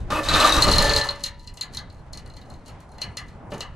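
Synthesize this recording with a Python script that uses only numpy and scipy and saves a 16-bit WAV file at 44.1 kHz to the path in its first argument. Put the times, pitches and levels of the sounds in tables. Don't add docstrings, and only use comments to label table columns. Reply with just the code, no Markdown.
import sys
import numpy as np
from scipy import signal
from scipy.fft import rfft, irfft, next_fast_len
from scipy.io import wavfile

SR = 44100
rng = np.random.default_rng(int(sys.argv[2]) if len(sys.argv) > 2 else 0)


def int16_out(signal):
    q = np.round(np.clip(np.atleast_2d(signal).T, -1, 1) * 32767)
    wavfile.write(sys.argv[1], SR, q.astype(np.int16))


def volts(x):
    e = np.asarray(x, float) / 20
    return 10 ** e


N = 165375
SIZE = 2 * next_fast_len(N // 2 + SR // 6)
HZ = np.arange(SIZE // 2 + 1) * SR / SIZE + 1e-3
SIDES = np.array([[1], [-1]])
LIFT_S = .6

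# time in seconds, pressure in dB, rumble in the grip in dB,
# far-end chatter in dB.
DRAG = [
    (.102, -28, -45, -24),
    (.16, -20, -47, -47.5),
    (.24, -37.5, -41, -29),
    (.34, -19, -18, -15),
    (.39, -17.5, -32, -23.5),
    (.6, -22.5, -28, -23),
    (.72, -20, -24.5, -21),
    (.96, -24, -30, -24),
    (1.17, -48, -60, -47),
]
# frequency in Hz, level in dB, t60 in seconds.
PANEL = [(281.5, -16.5, 0.31), (438.5, -9.5, 0.304), (566.7, 0, 0.65), (862, -7.5, 0.51), (940, -11.5, .4),
         (970, -15, 0.54), (1057, -15, 0.47), (1180, -9.5, 0.22), (1760, -5, 0.39)]


def far_end(chatter_db):
    # time in seconds, peak in dB, sharp share in dB.
    knocks = [(0.1024, -31, -8), (0.1278, -29, 1), (0.2328, -22, 3), (0.2585, -19, -14), (0.2863, -2, -9.5),
              (0.338, -2, -34.5), (0.4009, -5.5, 1.5), (0.444, -6.5, -3.0), (0.4933, -8.5, 1),
              (0.5224, -5, -2.5), (0.5647, -5, -4.5), (0.6216, -7.5, 5), (0.684, -7.5, -19),
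              (0.697, -16.5, -16.5), (0.7143, -11, 3.5), (0.735, -10.5, -14), (0.759, -17.5, 5),
              (0.7827, -4.5, -0.5), (0.8048, -16.5, 1), (0.8242, -16, 11), (0.894, -7, -16),
              (0.9351, -11.5, -2), (0.9628, -6.5, -0.5), (0.977, -20, 5), (1.0115, -12, -8),
              (1.0462, -30.5, -24), (1.0877, -15, -16), (1.107, -32, 8)]
    # time in seconds, peak in dB, dull share in dB, sharp share in dB.
    ticks = [(1.2068, -36, 8.5, 2.5), (1.238, -16, -6.5, 4), (1.2628, -21.5, -6, 3),
             (1.3948, -44.5, 1, 3.5), (1.4739, -30, -8, -3), (1.5406, -61.5, 11, 29), (1.5723, -31, 0, 3),
             (1.611, -18.5, -1, 2.5), (1.729, -57, 22, 18), (1.7475, -33.5, 12.5, 11.5),
             (1.7706, -19, -1, -3.5), (1.9, -43.5, 7.5, -2), (1.927, -60, -3.5, 16.5), (1.945, -56, 1.5, 6),
             (1.995, -63, -4, 11), (2.0642, -63, 1, 6), (2.1325, -31, -3, 6), (2.174, -32, 3, 4.5),
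             (2.2613, -40.5, 12, 4), (2.276, -56, 0, 15), (2.2994, -42.5, 1, 0), (2.3376, -45, -4, 2),
             (2.3672, -36.5, 9, 2.5), (2.4141, -41.5, 1, 0), (2.5009, -45.5, -12, 8),
             (2.5392, -47, -0.5, 6), (2.6619, -50.5, 6, 13), (2.6815, -45.5, 15.5, 15),
             (2.804, -58.5, 1, 22), (2.83, -63, 5, 12.5), (2.8914, -63, -9, 17), (2.9437, -55, -4, 4.5),
             (2.918, -52, -3.5, 11), (2.9827, -43.5, 17, 7), (3.0169, -17, 0.5, -3.5),
             (3.1708, -18, 2.5, -1), (3.286, -49, 1, 0), (3.3289, -59, -4.5, 4), (3.519, -42.5, 18, 5),
             (3.5808, -42.5, 3, 9), (3.6066, -17.5, 2.5, -4.5), (3.6655, -48, -6, -6)]
    # start in seconds, length in seconds, level in dB.
    slip_rows = [(0.0, 0.0071, -47), (1.244, 0.28, -62), (3.007, 0.0117, -46), (3.568, 0.023, -67),
                 (1.712, 0.066, -46.5), (1.859, 0.15, -68.5), (2.136, 0.53, -67), (2.643, 0.055, -53.5),
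                 (2.876, 0.13, -69), (3.259, 0.037, -57.5), (3.49, 0.074, -51)]
    bounce_s, splinter_s = .0025, .0015
    ease_s, cup_s = .47, 3.45
    t = np.arange(N) / SR

    impacts = [(s, db, -1.5, sharp_db) for s, db, sharp_db in knocks] + list(ticks)
    s, db, dull_db, sharp_db = np.transpose(impacts)
    luck = rng.random((len(s), 6)).T
    s = np.concatenate([s, s + bounce_s * luck[0], s + 3 * bounce_s * luck[1], s - 3 * bounce_s * luck[2]])
    loss_db = np.concatenate([0 * db, -3 - 6 * luck[3], -6 - 8 * luck[4], -16 - 8 * luck[5]])
    db, dull_db, sharp_db = np.tile([db, dull_db, sharp_db], 4)
    db = db + loss_db + 6.5

    chips = rng.random((len(s), 3, 5))
    lesser = np.arange(5) > 0
    late = splinter_s * (chips[:, 0] - .3) * lesser
    s = (s[:, None] + late).ravel()
    sign = np.sign(chips[:, 1] - .5).ravel()
    db = (db[:, None] - 2.5 - (8 + 8 * chips[:, 2]) * lesser).ravel()
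    dull_db, sharp_db = np.repeat([dull_db, sharp_db], 5, axis=1)

    slips = np.zeros(N)
    for start, length, level_db in slip_rows:
        rise = np.clip((t - start) / (1.34 * length), 0, 1)
        fall = np.clip((start + length - t) / (0.29 * length), 0, 1)
        slips = slips + volts(level_db) * rise * fall
    surges_db = 5.5 * drift(25)
    clicks = (volts(chatter_db - 17 + surges_db) + slips) * grains(240, 3.0)

    is_knock = s < DRAG[-1][0]
    bass = low(2700)
    sharp = 1 / (1 + (6000 / HZ) ** 4)
    bands = [(np.where(is_knock, -4.5, 0), (1 - bass) * (1 - sharp)),
             (np.where(is_knock, 1.5, -2), peak(4170, 750)),
             (dull_db, bass),
             (sharp_db, sharp)]
    for share_db, band in bands:
        clicks = clicks + through(train(s, db + share_db, sign), band)

    free = trough(1)
    cupped = free * (1 - 0.85 * peak(4210, 450)) * (1 + 1.3 * peak(2500, 600)) * (1 - 0.49 * peak(2100, 500))
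    ways = [trough(0.89), trough(0.92), free, cupped]
    stage = np.searchsorted([ease_s, LIFT_S, cup_s], t)
    body_modes = [(hz, 60.0, mode_db) for hz, mode_db, t60 in PANEL[2:]]
    out = through(train(s, db + dull_db + 13, sign), panel(body_modes))
    for k, way in enumerate(ways):
        out = out + through(clicks * (stage == k), way)
    return out


def trough(shift):
    # travel in seconds at 4 kHz, level in dB, left lean in dB.
    fold_paths = [(.0030, 4.5, 4), (.0062, -1.5, 8), (.0088, -2.5, -12.5)]
    # frequency in Hz, width in Hz, level in dB.
    resonances = [(1200, 102, 10), (1746, 65, 16), (2007, 63, 15.5), (2939, 75, 17), (3800, 94, 9.5),
                  (4206, 148, 21), (4460, 55, 14), (6520, 920, 4), (9490, 400, 7.5)]
    # frequency in Hz, level in dB.
    colour = [(800, -3), (2000, -3), (4000, -6), (7000, -4), (10000, -12.5), (13000, -14.5), (16000, -49)]
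    dispersion, lead_s = 1.4, .0015
    direct = sum(volts(db + lean_db * SIDES / 2) * travel(s, dispersion) for s, db, lean_db in fold_paths)
    echoes = 1 / (1 - volts(-15) * travel(.018, .6))

    t = np.arange(SR // 3) / SR
    mid, side = rng.standard_normal((2, len(t))) * (1 - np.exp(-t / .012))
    hiss = volts(-23.5) * (mid + 0.29 * side * SIDES) * volts(1.0 * SIDES)
    bass = low(2460)
    treble = 1 / (1 + (7000 / HZ) ** 4)
    middle_tail = rfft(hiss * volts(-60 * t / .16), SIZE)
    bass_tail = rfft(hiss * volts(-60 * t / .34), SIZE)
    treble_tail = rfft(hiss * volts(5.5 - 60 * t / .084), SIZE)
    scatter = middle_tail * (1 - bass) + bass_tail * bass
    scatter = scatter * (1 - treble) + treble_tail * treble

    power = 1 + sum(abs(volts(db) * peak(hz * shift, width / shift ** 4)) ** 2 for hz, width, db in resonances)
    cepstrum = np.fft.ifft(np.log(np.sqrt(np.concatenate([power, power[-2:0:-1]])))).real
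    cepstrum[1:len(power) - 1] *= 2
    bumps = rfft(cepstrum[:len(power)], SIZE)

    guided = direct * echoes * shift ** 6 / (1 + (2500 / HZ) ** 5) * np.exp(bumps)
    diffuse = volts(5.5) * scatter * np.exp(0.73 * bumps) * travel(fold_paths[0][0] / 2, dispersion)
    lead = np.exp(2j * np.pi * HZ * lead_s)
    return (guided + diffuse) / (1 + (400 / HZ) ** 4) * volts(at_hz(colour, HZ)) * lead


def travel(seconds, power):
    ratio = np.maximum(HZ, 500) / 4000
    cycles = 4000 * (ratio ** (1 - power) - 8 ** (power - 1)) / (1 - power)
    return np.exp(-2j * np.pi * seconds * cycles)


def panel(modes):
    return sum((1 + 0.22 * rng.standard_normal((2, 1))) * volts(db) * peak(hz, width) for hz, width, db in modes)


def near_end(pressure_db, chatter_db):
    # time in seconds, peak in dB.
    tap_rows = [
        (0.107, -22.5),
        (0.668, -10.5),
        (3.519, -23.5),
    ]
    # frequency in Hz, level in dB.
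    grit_spectrum = [(88, -50.5), (150, -15.5), (1010, -5), (1200, -4), (1950, -15.5), (3970, -13),
                     (9000, -36.5), (15000, -72)]
    # frequency in Hz, width in Hz, level in dB.
    pressed_modes = [(309, 29, -1.5), (595, 120, -3), (901, 41, -3.5), (1195, 76, 1), (1757, 41, -5),
                     (2575, 43, -6.5), (2910, 24, -11.5)]
    # frequency in Hz, level in dB, t60 in seconds.
    parting_rings = [(899, -41.5, 2), (976, -50, 4.4)]
    t = np.arange(N) / SR
    s, db = np.transpose(tap_rows)
    burst = rng.standard_normal(SR // 8) * volts(-60 * t[:SR // 8] / .33)
    taps = through(train(s, db + 4), rfft(burst, SIZE) * low(810) * (1 - low(186)))
    hiss_db = (pressure_db + chatter_db) / 2 - 6.5 + 2.3 * drift(13.5)
    out = volts(1.5) * taps + volts(hiss_db) * noise(grit_spectrum, patchy_db=4.5, likeness=0.84)

    since = np.maximum(t - .75, 0)
    for hz, db, t60 in parting_rings:
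        level = volts(db - 60 * since / t60 + 1.3 * drift(8)) * np.minimum(since / 0.033, 1)
        out = out + level * np.sin(2 * np.pi * hz * t)

    free = np.clip((t - LIFT_S) / 0.34 + .5, .1, 1)
    for k in range(3):
        shake = volts(pressure_db + 4.2 * drift(10.3)) * grains(2500, 2.7)
        rings = []
        for hz, db, t60 in PANEL[k::3]:
            rings += [(hz, 2.3 / t60, db + 10), (hz * 1.02, 30.0, db - 0.5)]
        out = out + through(volts(11.5) * shake * free + taps, panel(rings))
        out = out + through(volts(13.5) * shake * (1.1 - free), panel(pressed_modes[k::3]))
    return out


def rumble(grip_db, wind_db):
    mid, side = through(rng.standard_normal((2, N)), low(89) * (1 - low(26)))
    pair = rms_one(mid + 0.265 * side * SIDES)
    return pair * volts(3.15 * drift(9.3)) * (volts(wind_db) + volts(grip_db - 2.5))


def yard(hum_db):
    # frequency in Hz, level in dB per Hz.
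    yard_spectrum = [(12, -32.5), (20, -17), (84, 1.5), (398, -15), (818, -13.5), (3270, -35),
                     (4200, -38.5), (9900, -47), (15000, -81)]
    # frequency in Hz, likeness from 0 to 1.
    alike_rows = [(60, 1), (950, 0.8), (15000, 0.1)]
    return volts(hum_db + 3.5) * noise(yard_spectrum, patchy_db=3.5, likeness=at_hz(alike_rows, HZ))


def noise(spectrum, patchy_db, likeness):
    mid, side = rfft(rng.standard_normal((2, N)), SIZE)
    alike = np.clip(likeness, 0, 1)
    pair = volts(at_hz(spectrum, HZ)) * (np.sqrt(1 + alike) * mid + np.sqrt(1 - alike) * side * SIDES)
    place = np.clip(np.log2(HZ / 60) / 2, 0, 4)
    out = 0
    for k in range(5):
        band = irfft(pair * np.maximum(1 - abs(place - k), 0), SIZE)[:, :N]
        out = out + band * volts(patchy_db * drift(5.0))
    return rms_one(out)


def grains(per_s, spread_db):
    sizes = volts(spread_db * np.minimum(rng.exponential(1, N), 4)) * rng.choice([-1, 1], N)
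    return rms_one(sizes * (rng.random(N) < per_s / SR))


def train(s, db, sign=1):
    out = np.zeros(N)
    np.add.at(out, (np.array(s) * SR).astype(int), sign * volts(np.array(db)))
    return out


def drift(rate):
    r = np.exp(-128 * np.pi * rate / SR)
    slow = signal.lfilter([1], [1, -2 * r, r * r], rng.standard_normal(N // 64 + 1002))[1000:]
    return np.interp(np.arange(N) / 64, np.arange(len(slow)), rms_one(slow))


def peak(hz, width_hz):
    return 1j * HZ * width_hz / (hz ** 2 - HZ ** 2 + 1j * HZ * width_hz)


def low(hz):
    return 1 / (1 + 1j * HZ / hz) ** 2


def through(x, response):
    return irfft(rfft(x, SIZE) * response, SIZE)[..., :N]


def at_hz(points, hz):
    return np.interp(np.log(hz), np.log(np.array(points)[:, 0]), np.array(points)[:, 1])


def in_time(rows):
    s, *columns = np.transpose(rows)
    return [np.interp(np.arange(N) / SR, s, c) for c in columns]


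def rms_one(x):
    return x / np.sqrt(np.mean(x ** 2) + 1e-20)


def scene():
    # time in seconds, hum in dB, wind in dB.
    swell = [
        (0, -46, -30),
        (.1, -40.5, -45),
        (1.3, -59.5, -43.5),
        (1.9, -50.5, -48.5),
        (2.3, -50, -42),
        (2.9, -49.5, -55.5),
        (3.75, -47.5, -43.5),
    ]
    t = np.arange(N) / SR
    begin_s, end_s = DRAG[0][0], DRAG[-1][0]
    pressure_db, grip_db, chatter_db = in_time(DRAG)
    hum_db, wind_db = in_time(swell)
    on = np.clip((t - begin_s) / 0.0027, 0, 1) * np.clip((end_s + 0.078 - t) / 0.031, 0, 1) + 1e-4
    gate_db = 20 * np.log10(on)
    let_go_db = -60 * np.maximum(t - end_s, 0)
    far = far_end(chatter_db + gate_db)
    near = near_end(pressure_db + gate_db, chatter_db + gate_db)
    return far + near + rumble(grip_db + let_go_db, wind_db) + yard(hum_db)


def roll_off(x):
    return signal.sosfilt(signal.butter(12, 15800, fs=SR, output="sos"), x)


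def record(dry):
    lag = np.exp(-2j * np.pi * HZ / SR / (1 + (HZ / 6000) ** 2))
    late = through(dry, np.stack([lag, lag ** 0]))
    rounded = 1.057 * np.tanh(late / 0.79)
    mix = through(rounded, 1 / (1 + (HZ / 14500) ** 12))
    return roll_off(mix)


dry = scene()
out = record(dry)
int16_out(out)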